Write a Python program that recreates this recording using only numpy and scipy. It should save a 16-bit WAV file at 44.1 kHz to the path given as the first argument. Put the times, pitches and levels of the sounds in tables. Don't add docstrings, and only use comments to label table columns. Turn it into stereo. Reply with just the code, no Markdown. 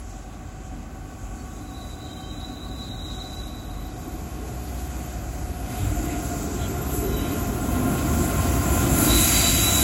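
import sys
import numpy as np
from scipy import signal
from scipy.fft import rfft, irfft, next_fast_len
from scipy.io import wavfile

SR = 44100
rng = np.random.default_rng(int(sys.argv[2]) if len(sys.argv) > 2 else 0)


def dump_mix(stems):
    frames = np.atleast_2d(stems).T
    limited = np.clip(frames, -1, 1)
    pcm = np.round(limited * 32767).astype(np.int16)
    wavfile.write(sys.argv[1], SR, pcm)


def boost(x):
    u = np.asarray(x, float) / 20
    return 10 ** u


N = 433503

REGION_HZ = [200, 900, 2600, 6000, 10500, 13500]
# frequency in Hz, density in dB per Hz.
RUMBLE_COLOUR = [(15, -35), (25, -23), (60, 10.5), (176, 0), (280, -4.5), (496, -15), (615, -10),
                 (710, -11), (920, -20), (1430, -17), (1800, -24.5), (2340, -68), (3960, -120)]
# frequency in Hz, density in dB per Hz.
RAIL_COLOUR = [(1800, 4), (2500, 3), (3500, 1.5), (4400, -1), (5300, -8), (6500, 1), (7500, 2), (8500, -2),
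               (10500, -2), (12000, -2.5), (13300, -4), (14300, -9), (15500, -12)]
# frequency in Hz, width in Hz, lift in dB.
WHEEL = [(2010, 270, 4.5), (2540, 180, 5), (3077, 45, 5.5), (3900, 370, 0.5), (4720, 110, 5.5),
         (5740, 98, 1.5), (6500, 29, 3.5), (8300, 120, -1.5), (9840, 260, 4.5), (10300, 240, 2),
         (10800, 57, 9), (12365, 44, -10), (13600, 400, 3)]
# time in seconds, level in dB about the mean.
NEARNESS = [(0, -7.5), (1.1, -6), (3.1, -3), (3.5, -3.5), (4.5, -2), (5.5, -1), (5.85, 2.5), (6.5, 4),
            (7.0, 4.5), (7.55, 6), (7.85, 9), (8.6, 10), (9.06, 12.5), (9.25, 9.5), (9.83, 9)]
# time in seconds, level in dB about the mean.
GRIP = [(0, -9), (.5, -8), (1.6, -8), (3, -8), (4.2, -6), (4.8, -1.5), (5.64, -3), (5.72, 3), (6.3, 1),
        (6.85, 2.5), (7.6, 3.5), (8.2, 8.5), (8.95, 13), (9.1, 17.5), (9.39, 24), (9.53, 20.5),
        (9.64, 20.5), (9.83, 18.5)]
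# mean level in dB, share of nearness (ratio), share of grip (ratio).
ROLLING = [
    (-32, 1, 0.0053),
    (-41, 0.81, 0.093),
    (-50.5, .01, 0.91),
    (-48, 0.079, 0.81),
    (-50, 0.17, 1.04),
    (-47.5, 0.75, 0.64),
]
# centre in seconds, length in seconds,
# frequency in Hz, lift in dB (negative for a dip).
BITES = [(.1, 0.31, 6160, 5), (.7, 1.6, 4300, -3), (1.65, 0.65, 9400, 3.5), (2.85, 0.086, 6000, 3.5),
         (3.06, .08, 11000, 4), (3.25, 0.5, 6040, 4.5), (9.62, 0.36, 6300, -1), (6.13, .1, 2600, 6.5),
         (6.16, 0.046, 900, 1), (6.27, 0.084, 11000, 5.5), (6.38, 0.45, 6000, 5), (6.7, 0.6, 11000, -2.5),
         (6.96, 0.094, 11000, 10), (6.98, 0.05, 414, -16.5), (7.28, 0.21, 2630, 4), (7.66, 0.12, 300, 3),
         (7.72, .06, 10870, 1.5), (7.99, 0.1, 3500, 5), (8.05, 0.83, 6000, -2.5), (8.21, 0.21, 11000, 3),
         (9.0, .12, 10800, 5.5), (9.05, 0.11, 900, 2), (9.1, 0.15, 6000, 0.5), (9.22, .1, 11000, 4.5),
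         (9.55, 0.17, 885, -6), (.6, 2.1, 14000, -6.5), (9.8, 0.2, 11000, 5)]
BITE_OCTAVES, SURGE_OCTAVES = 0.69, .12

# centre in seconds, length in seconds, frequency in Hz, width in Hz, level in dB.
TOUCHES = [(1.4, .1, 4500, 49, -59), (1.55, .25, 3530, 40, -63), (6.052, 0.24, 2010, 150, -50),
           (6.628, .08, 4000, 31, -46), (6.636, 0.079, 3260, 400, -41), (6.968, 0.086, 7750, 60, -39),
           (7.205, 0.24, 3900, 90, -41), (7.19, 0.18, 3040, 53, -44), (7.605, .15, 7700, 12.2, -44),
           (7.8, 0.18, 8750, 160, -42), (9.43, 0.32, 4720, 150, -30), (5.852, 0.13, 95, 13, -21.5),
           (7.753, 0.14, 138.5, 8.3, -35.5), (8.964, 0.2, 130.2, 47, -28), (2.205, 0.28, 3150, 14, -53.5),
           (5.802, 0.19, 3600, 500, -49), (9.401, 0.19, 3058, 64, -51)]
# time in seconds, level in dB.
FAR_SQUEAL = [
    (1.3, -80),
    (1.44, -63),
    (1.75, -50.5),
    (2.3, -42),
    (2.9, -42),
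    (3.2, -35.5),
    (3.5, -43),
    (4.03, -55),
    (4.3, -77),
]
NEAR_SQUEAL = [
    (8.95, -48),
    (9.048, -46),
    (9.104, -24),
    (9.304, -32),
    (9.356, -27.5),
    (9.618, -32.5),
    (9.632, -26.5),
    (9.798, -27),
    (9.83, -29),
]
MID_SQUEAL = [
    (5.6, -69),
    (5.83, -40),
    (6.42, -39.5),
    (6.86, -44),
    (7.53, -60),
    (8.05, -37),
    (8.83, -36),
    (9.13, -24.5),
    (9.83, -26.5),
]
HIGH_SQUEAL = [
    (3, -70),
    (3.3, -59.5),
    (4.5, -53),
    (5.2, -50.5),
    (6.6, -50),
    (6.8, -43),
    (7.101, -36.5),
    (7.45, -41),
    (7.7, -66),
]
FAR_HZ = [3965, 3830, 3920, 3150, 4925]
NEAR_HZ = [3941, 3870, 3920, 4735, 5600, 3080]
MID_HZ = [7279, 7447, 7681, 11300, 11930, 6800]
HIGH_HZ = [13254, 12600, 13100]
# width in Hz, level in dB.
FAR_MODES = [(10.3, -5), (30.2, -7.5), (169, -3), (10, -27), (10, -25)]
NEAR_MODES = [(14, -4.5), (35, -8), (171, -7), (150, -17), (250, -17), (57.4, -35)]
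MID_MODES = [(18, -11), (46, -13.5), (45, -9.5), (30, -23), (30, -30), (300, -15)]
HIGH_MODES = [(30, 6), (45, -5), (200, 0)]
# centre in seconds, length in seconds, lift in dB.
CATCHES = [(1.803, 0.17, 6), (2.124, 0.053, 4), (2.446, .06, 5), (2.52, 0.096, -3), (2.83, 0.12, 5),
           (2.922, 0.059, 5.5), (3.028, 0.2, 3.5), (3.287, 0.074, -4), (3.41, 0.033, 1.5), (4.107, .08, 4),
           (7.004, .15, 4), (8.24, .08, 6.5), (8.3, .08, -6), (9.23, 0.046, 0.5), (9.465, .1, 3.5),
           (9.617, .08, 3.5)]

# frequency in Hz, width in Hz.
EXHAUST_ORDERS = [(46.5, 4.0), (61.2, 1.2)]
# frequency in Hz, width in Hz.
BOOM_MODES = [(245, 32.4), (300, 22.7), (410, 30)]
# time in seconds, frequency in Hz.
FAN = [
    (0, 377.2),
    (3.6, 371.6),
    (4.35, 360.8),
    (5.5, 361.2),
    (6.5, 350.4),
    (8.6, 349.1),
    (9.83, 343),
]
FAN_WIDTH_HZ = [13.2, 23.6, 30.5, 28]
# mean level in dB, share of nearness (ratio).
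EXHAUST_LEVEL = [(-35.5, -0.35), (-41.5, 0.86)]
BOOM_LEVEL = [(-44, 1.21), (-44, 1.08), (-57, 0.71)]
FAN_LEVEL = [(-57.5, 1.5), (-51.5, 0.75), (-55.5, 1.01), (-57.5, 1.28)]
# centre in seconds, length in seconds, frequency in Hz, lift in dB.
THROBS = [(.42, 0.16, 47.7, 4), (1.25, 0.17, 48, 6), (2.5, 0.83, 48, 1), (2.87, 0.086, 48, -15),
          (3.8, .15, 48, 10), (4.95, 0.32, 48, -6), (5.8, 1.1, 48, 8), (6.72, 0.33, 46.6, 1),
          (7.1, 0.33, 48, 13), (7.45, 0.17, 48, 13), (7.63, 0.19, 48, -20), (9.55, .15, 48, -8),
          (0.0, 0.29, 61, 15), (1.29, .12, 64, -9), (2.0, 0.32, 61, -12), (2.75, .3, 61, 12),
          (3.6, 0.73, 61, 7), (4.75, 0.92, 61, 15.5), (5.5, .6, 62, 14), (6.2, 0.93, 61, 13),
          (7.02, 0.29, 61, 20.5), (7.31, .12, 61, -10), (7.5, 0.36, 61, -5), (8.7, 0.68, 61, 15.5),
          (9.17, 0.34, 58.4, -16), (9.42, .12, 61, 14), (9.57, .15, 61, -15), (9.83, .2, 61, 8)]
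# centre in seconds, length in seconds, frequency in Hz, lift in dB.
SWELLS = [(5.3, 0.32, 280, 4), (0.735, .2, 245, 10), (1.52, 0.79, 245, 6), (2.67, .8, 245, 7),
          (5.6, 0.27, 245, 7), (7.4, 0.41, 245, 4.5), (7.86, 0.18, 245, 10), (9.06, 0.44, 245, 1.5),
          (1.7, 0.27, 300, 6.5), (2.34, 0.54, 300, 7), (4.11, .25, 300, 7), (5.56, 0.17, 300, -14),
          (6.4, .15, 300, 6), (6.05, 0.3, 300, 10), (7.14, 0.49, 300, 6.5), (9.06, 0.34, 300, 6.5),
          (9.5, 0.24, 280, -15), (.9, 0.25, 410, 4), (1.8, 0.15, 450, 9), (4.4, .5, 410, 14),
          (7.1, .3, 410, 8), (6.8, 2.2, 410, 16), (7.9, 0.053, 353, 3), (5.9, 1.4, 652, 19),
          (1.66, 0.68, 1080, 4), (5.65, 2.2, 1080, -7), (4.8, 1.7, 1450, -5.5)]

# frequency in Hz, likeness from 0 to 1.
LIKENESS = [(40, .995), (150, .98), (300, .93), (500, .66), (900, .45), (2500, .55), (5000, .45),
            (6300, .86), (16000, .87)]
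# frequency in Hz, left minus right in dB.
BALANCE_DB = [(60, -3.0), (120, -3.5), (240, 0.5), (480, 0), (950, 2.5), (1890, 2.0), (3770, 3),
              (7520, -4.5), (15000, 5)]
# frequency in Hz, left port's lead in half turns.
LEAD = [(0, 0), (700, .2), (1700, .65), (4000, .8), (6900, 0.0), (9100, -1.0), (11400, -2.0), (13750, -3.0),
        (15700, -4.0)]


def in_time(rows):
    s, *columns = np.transpose(rows)
    return [np.interp(np.arange(N) / SR, s, c) for c in columns]


def at_hz(points, hz):
    return np.interp(np.log(hz), np.log(np.array(points)[:, 0]), np.array(points)[:, 1])


def swell(s, length):
    return np.exp(-((np.arange(0, N, 64) / SR - s) / length * 2) ** 2)


def lift_db(rows, hz, octaves):
    coarse = 0
    for s, length, at, db in rows:
        reach = np.exp(-(np.log2(hz / at) / octaves) ** 2)
        coarse = coarse + db * reach * swell(s, length)
    return np.interp(np.arange(N), np.arange(0, N, 64), coarse)


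def drift(rate, step=16):
    r = np.exp(-2 * np.pi * step * rate / SR)
    slow = signal.lfilter([1], [1, -2 * r, r * r], rng.standard_normal(N // step + 3002))[3000:]
    return np.interp(np.arange(N) / step, np.arange(len(slow)), slow / slow.std())


def narrow(turns, width_hz):
    steady = np.clip(1 - width_hz / 16, 0, 1)
    wander = drift(width_hz) + 1j * drift(width_hz)
    return (np.sqrt(2 * steady) + np.sqrt(1 - steady) * wander) * np.exp(2j * np.pi * turns)


def port_lead(hz):
    return np.pi * np.interp(hz, *np.transpose(LEAD))


def ports(paths):
    size = next_fast_len(N)
    hz = np.arange(size // 2 + 1) * SR / size + 1
    direct, scattered = rfft(paths, size)
    alike = np.clip(at_hz(LIKENESS, hz), 0, 1)
    same = np.sqrt((1 + alike) / 2) * direct
    opposed = np.sqrt((1 - alike) / 2) * scattered
    half = boost(at_hz(BALANCE_DB, hz) / 2) * np.exp(.5j * port_lead(hz))
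    return irfft([(same + opposed) * half, (same - opposed) / half], size)[:, :N]


def rolling(patchy_db, rail_db):
    near_db, grip_db = in_time(NEARNESS)[0], in_time(GRIP)[0]
    region_db = [db + near * near_db + grip * grip_db for db, near, grip in ROLLING]
    out, together = 0, drift(5.0)
    edges = 25 * 2 ** np.arange(0, 9.4, 1 / 3)
    white = rng.standard_normal((2, 2, N))
    for k, (low, high) in enumerate(zip(edges, edges[1:])):
        hz = np.sqrt(low * high)
        if hz < RAIL_COLOUR[0][0]:
            colour_db = at_hz(RUMBLE_COLOUR, hz) + 6.04 * np.log2(max(hz / 200, 1))
        else:
            colour_db = at_hz(RAIL_COLOUR, hz) + rail_db
        place = np.interp(np.log(hz), np.log(REGION_HZ), np.arange(len(ROLLING)))
        below = min(int(place), 4)
        moving_db = region_db[below] * (1 + below - place) + region_db[below + 1] * (place - below)
        moving_db = moving_db + lift_db(BITES, hz, BITE_OCTAVES)
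        gusts = .5 * together + drift(7.0) + .7 * drift(1.2)
        flicker_db = patchy_db * min(hz / 4000, 1) * gusts
        band_pass = signal.butter(2, [low, high], "band", fs=SR, output="sos")
        band = signal.sosfilt(band_pass, white[k % 2])
        out = out + boost(colour_db + moving_db + flicker_db) * band
    return out


def wheel_colour(x):
    size = next_fast_len(N)
    hz = np.arange(size // 2 + 1) * SR / size
    ring_db = sum(db / (1 + ((hz - centre) / width * 2) ** 2) for centre, width, db in WHEEL)
    return irfft(rfft(x, size) * boost(ring_db), size)[:, :N]


def touches():
    t, out = np.arange(N) / SR, 0
    for s, length, hz, width, db in TOUCHES:
        envelope = boost(db) * np.exp(-((t - s) / length * 2) ** 2)
        direct = narrow(hz * t, width)
        scattered = np.sqrt(1 - at_hz(LIKENESS, hz)) * narrow(hz * t, width)
        left = (direct + scattered) * np.exp(1j * port_lead(hz))
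        out = out + envelope * np.array([left, direct - scattered]).real
    return out


def squeal(pitches, modes, level, lead, scatter_db):
    t, out = np.arange(N) / SR, 0
    for hz, (width, db) in zip(pitches, modes):
        direct = narrow(hz * t, width) * boost(db + 2.0 * drift(3.0))
        scattered = narrow(hz * t, width) * boost(db + scatter_db) * 1j
        left = (direct + scattered) * np.exp(1j * lead(hz))
        out = out + np.array([left, direct - scattered]).real
    start, end = (level[0][0] - .05, -120), (level[-1][0] + .05, -120)
    level_db = in_time([start] + list(level) + [end])[0]
    catch_db = lift_db([(s, length, 1, db) for s, length, db in CATCHES], 1, 1)
    return boost(level_db + catch_db) * out


def engine():
    t = np.arange(N) / SR
    near_db, blade_hz = in_time(NEARNESS)[0], in_time(FAN)[0]
    fan_turns = np.cumsum(blade_hz) / SR
    sway = np.cumsum(1 + .015 * drift(.6)) / SR

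    def level(row, hz):
        return row[0] + row[1] * near_db + lift_db(THROBS + SWELLS, hz, SURGE_OCTAVES)

    lines = []   # turns, width in Hz, level in dB
    for (hz, width), row in zip(EXHAUST_ORDERS, EXHAUST_LEVEL):
        lines.append((hz * t, width, level(row, hz) - 7.0))
    for k, row in enumerate(FAN_LEVEL):
        harmonic_db = level(row, (k + 1) * blade_hz.mean()) + 7.0
        lines.append(((k + 1) * fan_turns, FAN_WIDTH_HZ[k], harmonic_db))
    for (hz, width), row in zip(BOOM_MODES, BOOM_LEVEL):
        lines.append((hz * sway, width, level(row, hz) - 0.5))
    return np.array([sum(boost(db) * narrow(turns, width).real for turns, width, db in lines) for path in range(2)])


def mask_quiet_bands(pair, pair_db, mask_db, slope_db, chance_db, round_db):
    cutoff_hz, pair_from_hz, starved_from_hz = 15900, 6100, 13700
    window = np.sin(np.pi * (np.arange(2048) + .5) / 2048)
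    hz, _, bins = signal.stft(pair, SR, window, 2048, 1024)
    bands = bins[:, :1024].reshape(2, 64, 16, -1)
    level = 10 * np.log10(np.mean(abs(bands) ** 2, axis=2) + 1e-20)
    louder, centre_hz = level.max(axis=0), hz[8:1024:16, None]
    starved = centre_hz > starved_from_hz
    fall = np.cumsum(np.where(starved, .5, slope_db), axis=0)
    masker = np.where(centre_hz > 3000, louder + fall, -200)
    from_below = np.maximum.accumulate(masker, axis=0) - fall
    from_other = np.where(centre_hz > pair_from_hz, louder + pair_db + 2 * starved, -200)
    hidden = np.maximum(from_below + mask_db + 2 * starved, from_other)
    chance = chance_db * (1 + 2 * starved) * rng.standard_normal(level.shape)
    kept = level + chance > hidden
    bands *= (kept & (centre_hz < cutoff_hz))[:, :, None]
    strips = bands.reshape(2, 64, 4, 4, -1)
    strip_db = 10 * np.log10(np.mean(abs(strips) ** 2, axis=3) + 1e-20)
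    weak = (strip_db < louder[:, None] + round_db) & (centre_hz[:, None] > 2600)
    bands = strips * ~weak[:, :, :, None]
    bins[:, :1024] = bands.reshape(2, 1024, -1)
    bins[:, 1024] = 0
    return signal.istft(bins, SR, window, 2048, 1024)[1][:, :N]


def scene():
    train = boost(15.0) * wheel_colour(rolling(patchy_db=1.0, rail_db=-4)) + engine()
    mix = ports(train) + touches()
    mix = mix + squeal(FAR_HZ, FAR_MODES, FAR_SQUEAL, lambda hz: 2.5, scatter_db=-4.5)
    mix = mix + squeal(NEAR_HZ, NEAR_MODES, NEAR_SQUEAL, lambda hz: .2, scatter_db=-2.5)
    mix = mix + squeal(MID_HZ, MID_MODES, MID_SQUEAL, port_lead, scatter_db=-2)
    return mix + squeal(HIGH_HZ, HIGH_MODES, HIGH_SQUEAL, port_lead, scatter_db=-14)


def band_limit(x):
    return signal.sosfilt(signal.butter(12, 17100, fs=SR, output="sos"), x)


def record(dry):
    pair = np.array([dry[0] + dry[1], dry[0] - dry[1]]) / 2
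    mid, side = mask_quiet_bands(pair, pair_db=-6.5, mask_db=-10, slope_db=6, chance_db=1.6, round_db=-8)
    return band_limit(np.array([mid + side, mid - side]))


dry = scene()
out = record(dry)
dump_mix(out)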